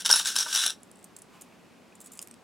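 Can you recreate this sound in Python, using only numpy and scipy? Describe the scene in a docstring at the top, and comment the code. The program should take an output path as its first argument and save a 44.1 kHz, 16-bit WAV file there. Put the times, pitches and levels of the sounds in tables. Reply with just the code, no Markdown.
"""A quiet room, the microphone close to a steel bowl of small metal charms. Fingers rummage in the heap:
countless light contacts and some hard clinks ring charms and bowl, the heap knocks on the bottom, and
charms drag along the wall. From 0.8 s the hand lifts a few away: chain links rustle, a sleeve brushes,
and the charms tick in the palm under rubbing fingertips. Last, bracelet beads click as the arms move."""
import sys
import numpy as np
from scipy import signal
from scipy.fft import rfft, irfft
from scipy.io import wavfile

SR = 44100
rng = np.random.default_rng(int(sys.argv[2]) if len(sys.argv) > 2 else 0)


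def to_wav(s):
    """Save 16-bit WAV."""
    ch = np.atleast_2d(s).T  # columns
    pcm = np.round(np.clip(ch, -1, 1) * 32767)  # PCM
    wavfile.write(sys.argv[1], SR, pcm.astype(np.int16))


N = 107295
T = np.arange(N) / SR
AGE, TAIL = T[:SR // 16], T[:SR // 3]  # time since a blow: short sounds, long rings

# room tone spectrum: f/Hz, level/dB
AIR_COLOUR = [(20, -30.5), (100, -11.5), (150, -8), (220, 0.5), (330, -5), (500, -7.5), (2000, -18),
              (9000, -29.5), (16000, -40)]
# how the loaded bowl radiates: f/Hz, level/dB
BOWL_COLOUR = [(100, -34.5), (480, -21.5), (800, -15), (1220, -12), (1550, -2.5), (1950, -14.5),
               (2450, -14), (2900, -7.5), (3350, -8), (3880, -3), (4250, -8.5), (5000, -8.5), (5450, -1),
               (5950, -3.5), (6500, -9), (8500, -9), (9300, -12.5), (10100, -8), (11900, -21.5),
               (16000, -24)]
# stirring of the heap: t/s, level/dB
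STIR_CURVE = [(0, -34), (.04, -56), (0.063, -28.5), (.082, -36), (.112, -28.5), (.165, -26), (.205, -26.5),
              (.236, -40), (.275, -25.5), (0.341, -39.5), (0.399, -27), (.428, -31.5), (.446, -40),
              (0.499, -36), (0.551, -27.5), (.612, -28), (0.638, -25.5), (.70, -40.5), (0.746, -52.5)]
# lasting modes of the bowl: f/Hz, level/dB, t60/s
BOWL_MODES = [(1597, -11, .15), (3137, -13, .12), (3610, -9, .11), (3718, -7, .11), (3837, -3, .13),
              (3994, -6, .11), (5390, -4, .09)]
# hard clinks: t/s, level/dB, main mode f/Hz, its relative level/dB
CLINKS = [(0.0195, -35, 5500, -8.5), (0.0485, -26.5, 5630, -10.5), (0.053, -20.5, 5380, -3.5),
          (0.06, -14.5, 3030, -9), (0.0917, -19, 5700, -13.5), (0.1012, -16.5, 4100, -12),
          (0.1056, -17.5, 5390, -1), (0.111, -9, 5530, -1), (0.1204, -18, 5750, 0), (0.1269, -7, 5400, 7),
          (0.1378, -17.5, 3887, -1.5), (0.1579, -22, 9970, -1), (.193, -23, 3820, 3),
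          (0.2492, -28, 5655, -9.5), (0.2566, -22, 7950, -7.5), (0.356, -24, 5860, -13),
          (0.3625, -16, 8570, -12), (0.3857, -18.5, 6060, -1), (0.4073, -20, 5640, 5.5),
          (0.428, -24, 5500, 0.5), (0.527, -22.5, 5660, -6), (0.5484, -17.5, 5360, -5),
          (0.559, -19, 5620, 0), (0.6626, -15.5, 3620, -6.5), (0.677, -22.5, 5670, 4),
          (0.6969, -27.5, 3720, -3.5), (0.7029, -25.5, 5870, -6)]
# heap knocking on the bottom: t/s, level/dB
KNOCKS = [(0.099, -18), (0.1046, -22), (.1118, -27.5), (0.1368, -22), (0.1588, -27), (.198, -29.5),
          (.407, -34), (.4615, -29.5), (.468, -32.5)]
# modes of the loaded bottom: f/Hz, level/dB, t60/s
BOTTOM_MODES = [(930, -5, .032), (1120, -6, .025), (1440, 0, .034)]
# band edges of the thud: f/Hz
THUD_BAND = [560, 1600]
# charms struck free: t/s, level/dB, f/Hz, t60/s
FREE_RINGS = [(.1118, -20, 10592, .22), (.1278, -24, 5390, .2), (.1278, -25, 3837, .3),
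              (.1585, -20, 9838, .11)]
# dragging along the wall: t/s, level/dB
DRAG_CURVE = [(.52, -55.5), (.575, -31.5), (.64, -31), (.70, -39), (.73, -58)]
# modes the dragging sustains: f/Hz, level/dB
WALL_MODES = [(3530, -2), (3625, -1), (3880, -1), (4002, 2), (10030, -1), (10600, 1)]
# chain links rustling: t/s, level/dB
RUSTLE_CURVE = [(.78, -79), (1.02, -64), (1.12, -90.5)]
# contact noise of links and held charms: f/Hz, level/dB
TICK_COLOUR = [(200, -33.5), (2000, -18), (5800, -11.5), (7200, -0.5), (10000, -4), (13000, -18.5),
               (16000, -20.5)]
# sleeve brushing: t/s, level/dB
SLEEVE_CURVE = [(.8, -75), (1.03, -68.5), (1.27, -73), (1.35, -56), (1.43, -65), (1.9, -78), (2.07, -67),
                (2.18, -66.5), (2.205, -58), (2.26, -78)]
# its spectrum: f/Hz, level/dB
SLEEVE_COLOUR = [(100, -19.5), (1100, 8), (2000, -3), (2550, 3.5), (4000, -8), (9000, -11), (16000, -19)]
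# ticks in the palm: t/s, level/dB, main mode f/Hz, t60/s
TICKS = [(0.832, -44.5, 9400, 0.0066), (0.914, -47, 9000, .009), (1.0419, -40.5, 8360, 0.02),
         (1.1643, -38.5, 7600, 0.019), (1.1864, -45.5, 9700, 0.028), (1.2189, -42, 10420, 0.022),
         (1.4107, -42, 13000, 0.022), (1.419, -39.5, 9130, 0.016), (1.952, -48, 7070, 0.035),
         (2.003, -43, 7920, .03), (2.012, -41, 7420, 0.047), (2.041, -44.5, 7700, 0.11),
         (2.0593, -40.5, 7800, 0.036), (2.069, -44, 6920, 0.045), (2.118, -40.5, 7180, 0.044),
         (2.132, -42, 7570, 0.056), (2.151, -46, 7800, 0.095), (2.1723, -42.5, 10400, 0.038),
         (2.215, -37, 9360, 0.029), (2.225, -33.5, 9440, 0.016)]
# modes of the held charms: f/Hz, level/dB
HELD_MODES = [(7110, -3), (7910, -28), (8690, 3), (9440, 1), (10400, 6), (11800, -1.5), (12900, 1),
              (15100, -6)]
# fingertips sliding: t/s, level/dB
SLIDE_CURVE = [(1.2, -90), (1.4, -71), (1.85, -72), (2, -89.5)]
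# soft finger rubs: t/s, level/dB
RUBS = [(1.522, -54.5), (1.922, -53.5)]
# bracelet bead clicks: t/s, level/dB, f/Hz
BEADS = [(2.1914, -32, 5010), (2.2734, -43, 11900), (2.2844, -51, 10400), (2.3119, -42, 8250),
         (2.3406, -49, 8500)]
# their contact noise: f/Hz, level/dB
BEAD_COLOUR = [(200, -35), (1200, -7.5), (3100, -1), (4000, -12), (5000, -1), (8300, 6), (12000, -9),
               (16000, -16)]

STIR_END_S, CLICK_T60_S = .74, .007


def amp(db):
    """Decibels to gain."""
    return 10 ** (np.asarray(db) / 20)


def unit(x):
    """Scale to unit energy."""
    return x / np.sqrt(np.sum(x ** 2))


def fade(t60, age):
    """Exponential decay, 60 dB down after t60 seconds."""
    return np.exp(-np.log(1000) * age / t60)


def tone(hz, t60, age=AGE):
    """One dying mode."""
    return np.sin(2 * np.pi * hz * age) * fade(t60, age)


def crack(t60, age=AGE):
    """The brief noise of a contact."""
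    return unit(rng.standard_normal(len(age)) * fade(t60, age))


def band(x, hz, kind):
    """Gentle high-pass or band-pass."""
    return signal.lfilter(*signal.butter(2, hz, kind, fs=SR), x)


def colour(x, points, size=2048):
    """Causal filter through (f/Hz, level/dB) points that keeps the power of white noise."""
    hz, db = np.array(points).T
    bins_hz = np.arange(size // 2 + 1) * SR / size
    gain = amp(np.interp(np.log(bins_hz + 1), np.log(hz), db))
    cepstrum = irfft(np.log(gain))
    cepstrum[1:size // 2] *= 2  # fold to minimum phase
    cepstrum[size // 2 + 1:] = 0
    impulse = unit(irfft(np.exp(rfft(cepstrum))))
    return signal.fftconvolve(x, impulse)[:len(x)]


def add(track, s, db, sound, rise_s=.001):
    """Lay a blow on the track; its level is its energy spread over 2 ms."""
    start = max(int(s * SR), 0)
    blow = unit(sound * (1 - np.exp(-AGE / rise_s))) * np.sqrt(SR * .002)
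    track[start:start + len(AGE)] += amp(db) * blow[:N - start]


def along(x, curve, length_s=N / SR):
    """Give a texture of this length the level of a (t/s, level/dB) curve."""
    return unit(x) * np.sqrt(length_s * SR) * amp(np.interp(T, *np.array(curve).T))


def room_tone(level_db=-56.5, hum_hz=178, hum_db=-70.5):
    """Steady air of the room with a faint hum, wider in the bass."""
    mid, side = (amp(level_db) * colour(rng.standard_normal(N), AIR_COLOUR) for _ in range(2))
    side_bass = signal.lfilter(*signal.butter(1, 562, fs=SR), side)
    side = amp(-15) * side_bass + amp(-8.5) * side
    mid += amp(hum_db) * np.sqrt(2) * np.sin(2 * np.pi * hum_hz * T)
    return np.array([mid + side, mid - side])


def charm(mode_count=28, mean_t60=.017):
    """One charm touched in the heap: a crack and its own short modes, coloured by the bowl."""
    ring = sum(tone(2500 + 13000 * pitch, mean_t60 * (.5 + decay)) * (weight - .5)
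               for pitch, decay, weight in rng.random((mode_count, 3)))
    return unit(colour(unit(ring) + amp(4) * crack(t60=.011), BOWL_COLOUR))


def stirred_heap(count=80, contacts_per_s=1600):
    """Stirred charms touch densely, mostly lightly, now and then harder."""
    out = np.zeros(N)
    charms = [charm() for _ in range(count)]
    contacts = rng.random((int(STIR_END_S * contacts_per_s), 3))
    for k, (late, softness, which) in enumerate(contacts):
        s = (k + 2 * late - 1) / contacts_per_s
        db = -4 * np.log(max(softness, .03))
        add(out, s, db, charms[int(which * count)])
    return out


def bowl_ring(blows, relative_db=-19):
    """Blows keep the steel bowl ringing in its lasting modes."""
    modes = sum(amp(db) * tone(hz, t60, TAIL) for hz, db, t60 in BOWL_MODES)
    ring = unit(signal.fftconvolve(blows, modes)[:N])
    return amp(relative_db) * ring * np.linalg.norm(blows)


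def clinks(t60=.0089, chatter_s=.0023):
    """Hard hits: the main mode holds while the contact chatters, then dies away."""
    out = np.zeros(N)
    hold = 1 / fade(t60, np.minimum(AGE, chatter_s))
    for s, db, hz, main_db in CLINKS:
        main = amp(main_db) * unit(tone(hz, t60) * hold)
        add(out, s, db, charm() + main, rise_s=.0015)
    return out


def knocks(detune=.0314):
    """The heap drops on the bottom: a short thud and damped modes, detuned by the shifting load."""
    out = np.zeros(N)
    for s, db in KNOCKS:
        ring = sum(amp(mode_db) * tone(hz * (1 + detune * rng.standard_normal()), t60)
                   for hz, mode_db, t60 in BOTTOM_MODES)
        thud = band(crack(t60=.014), THUD_BAND, "band")
        add(out, s, db, unit(ring) + amp(-10.5) * unit(thud))
    return out


def free_rings():
    """A charm struck free rings on."""
    out = np.zeros(N)
    for s, db, hz, t60 in FREE_RINGS:
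        start = int(s * SR)
        out[start:start + len(TAIL)] += amp(db) * tone(hz, t60, TAIL)
    return out


def wall_drag(heap, t60=.08):
    """Charms dragged along the wall keep it shimmering."""
    wall = sum(amp(db) * tone(hz, t60, TAIL) for hz, db in WALL_MODES)
    return along(signal.fftconvolve(heap, wall)[:N], DRAG_CURVE, STIR_END_S)


def chain_rustle(touches_per_s=90):
    """Tiny links touch at random as the arm moves."""
    touches = (rng.random(N) < touches_per_s / SR) * rng.standard_normal(N)
    clicks = signal.fftconvolve(touches, crack(CLICK_T60_S))[:N]
    return along(colour(clicks, TICK_COLOUR), RUSTLE_CURVE)


def sleeve():
    """A sleeve brushes and beads slide in faint swells of noise."""
    swell = amp(np.interp(T, *np.array(SLEEVE_CURVE).T))
    return swell * colour(rng.standard_normal(N), SLEEVE_COLOUR)


def palm_ticks(detune=.022, decay_share=.77):
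    """Held charms tick, each with its own mix and tuning of modes; the palm damps the lesser ones."""
    out = np.zeros(N)
    for s, db, main_hz, t60 in TICKS:
        spread = rng.standard_normal((len(HELD_MODES), 2))
        lesser = sum(amp(mode_db) * weight * tone(hz * (1 + detune * offset), t60 * decay_share)
                     for (hz, mode_db), (weight, offset) in zip(HELD_MODES, spread))
        scrape = unit(colour(crack(t60), TICK_COLOUR))
        add(out, s, db, unit(tone(main_hz, t60)) + unit(lesser) + amp(4) * scrape)
    return out


def finger_rubs(centre_hz=2476):
    """Fingertips slide softly on the charms, with two short muffled rubs."""
    edges = [centre_hz / 1.1, centre_hz * 1.1]
    friction = along(rng.standard_normal(N), SLIDE_CURVE)
    out = unit(band(friction, edges, "band")) * np.linalg.norm(friction)
    for s, db in RUBS:
        add(out, s, db, band(crack(t60=.036), edges, "band"))
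    return out


def bead_clicks():
    """Bracelet beads collide: a sharp crack and a short ping."""
    out = np.zeros(N)
    for s, db, hz in BEADS:
        click = unit(colour(crack(CLICK_T60_S), BEAD_COLOUR))
        ping = unit(tone(hz, t60=.0091))
        add(out, s, db, click + amp(-4.5) * ping, rise_s=.0002)
    return out


def room(x, pan_db, room_db, t60=.125, gap_s=.0018):
    """Add the short tail of a furnished room; only the treble is panned, positive to the left."""
    responses = [unit(crack(t60, TAIL) * (TAIL > gap_s)) for _ in range(2)]
    mid, side = (amp(room_db) * signal.fftconvolve(x, response)[:N] for response in responses)
    lean = (amp(pan_db) - 1) / (amp(pan_db) + 1)
    side = lean * x + amp(-12.5) * side
    side = signal.filtfilt(*signal.butter(1, 2000, "high", fs=SR), side)
    return np.array([x + mid + side, x + mid - side])


def scene():
    """Close up: the bowl just left of the microphone, the hand just right and drier."""
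    air = room_tone()
    heap = stirred_heap()
    stir = along(band(heap, 780, "high"), STIR_CURVE, STIR_END_S)  # light contacts hardly move the bottom
    blows = stir + clinks() + knocks() + wall_drag(heap)
    bowl = blows + bowl_ring(blows) + free_rings()
    hand = chain_rustle() + sleeve() + palm_ticks() + finger_rubs() + bead_clicks()
    return air + room(bowl, pan_db=1.3, room_db=-8) + room(hand, pan_db=-1.4, room_db=-12)


def record(dry, ceiling=.85, top_hz=16200):
    """The recorder flattens any peak over its ceiling and cuts the top."""
    low_pass = signal.ellip(10, .2, 70, top_hz, fs=SR, output="sos")
    return signal.sosfilt(low_pass, np.clip(dry, -ceiling, ceiling))


dry = scene()
out = record(dry)
to_wav(out)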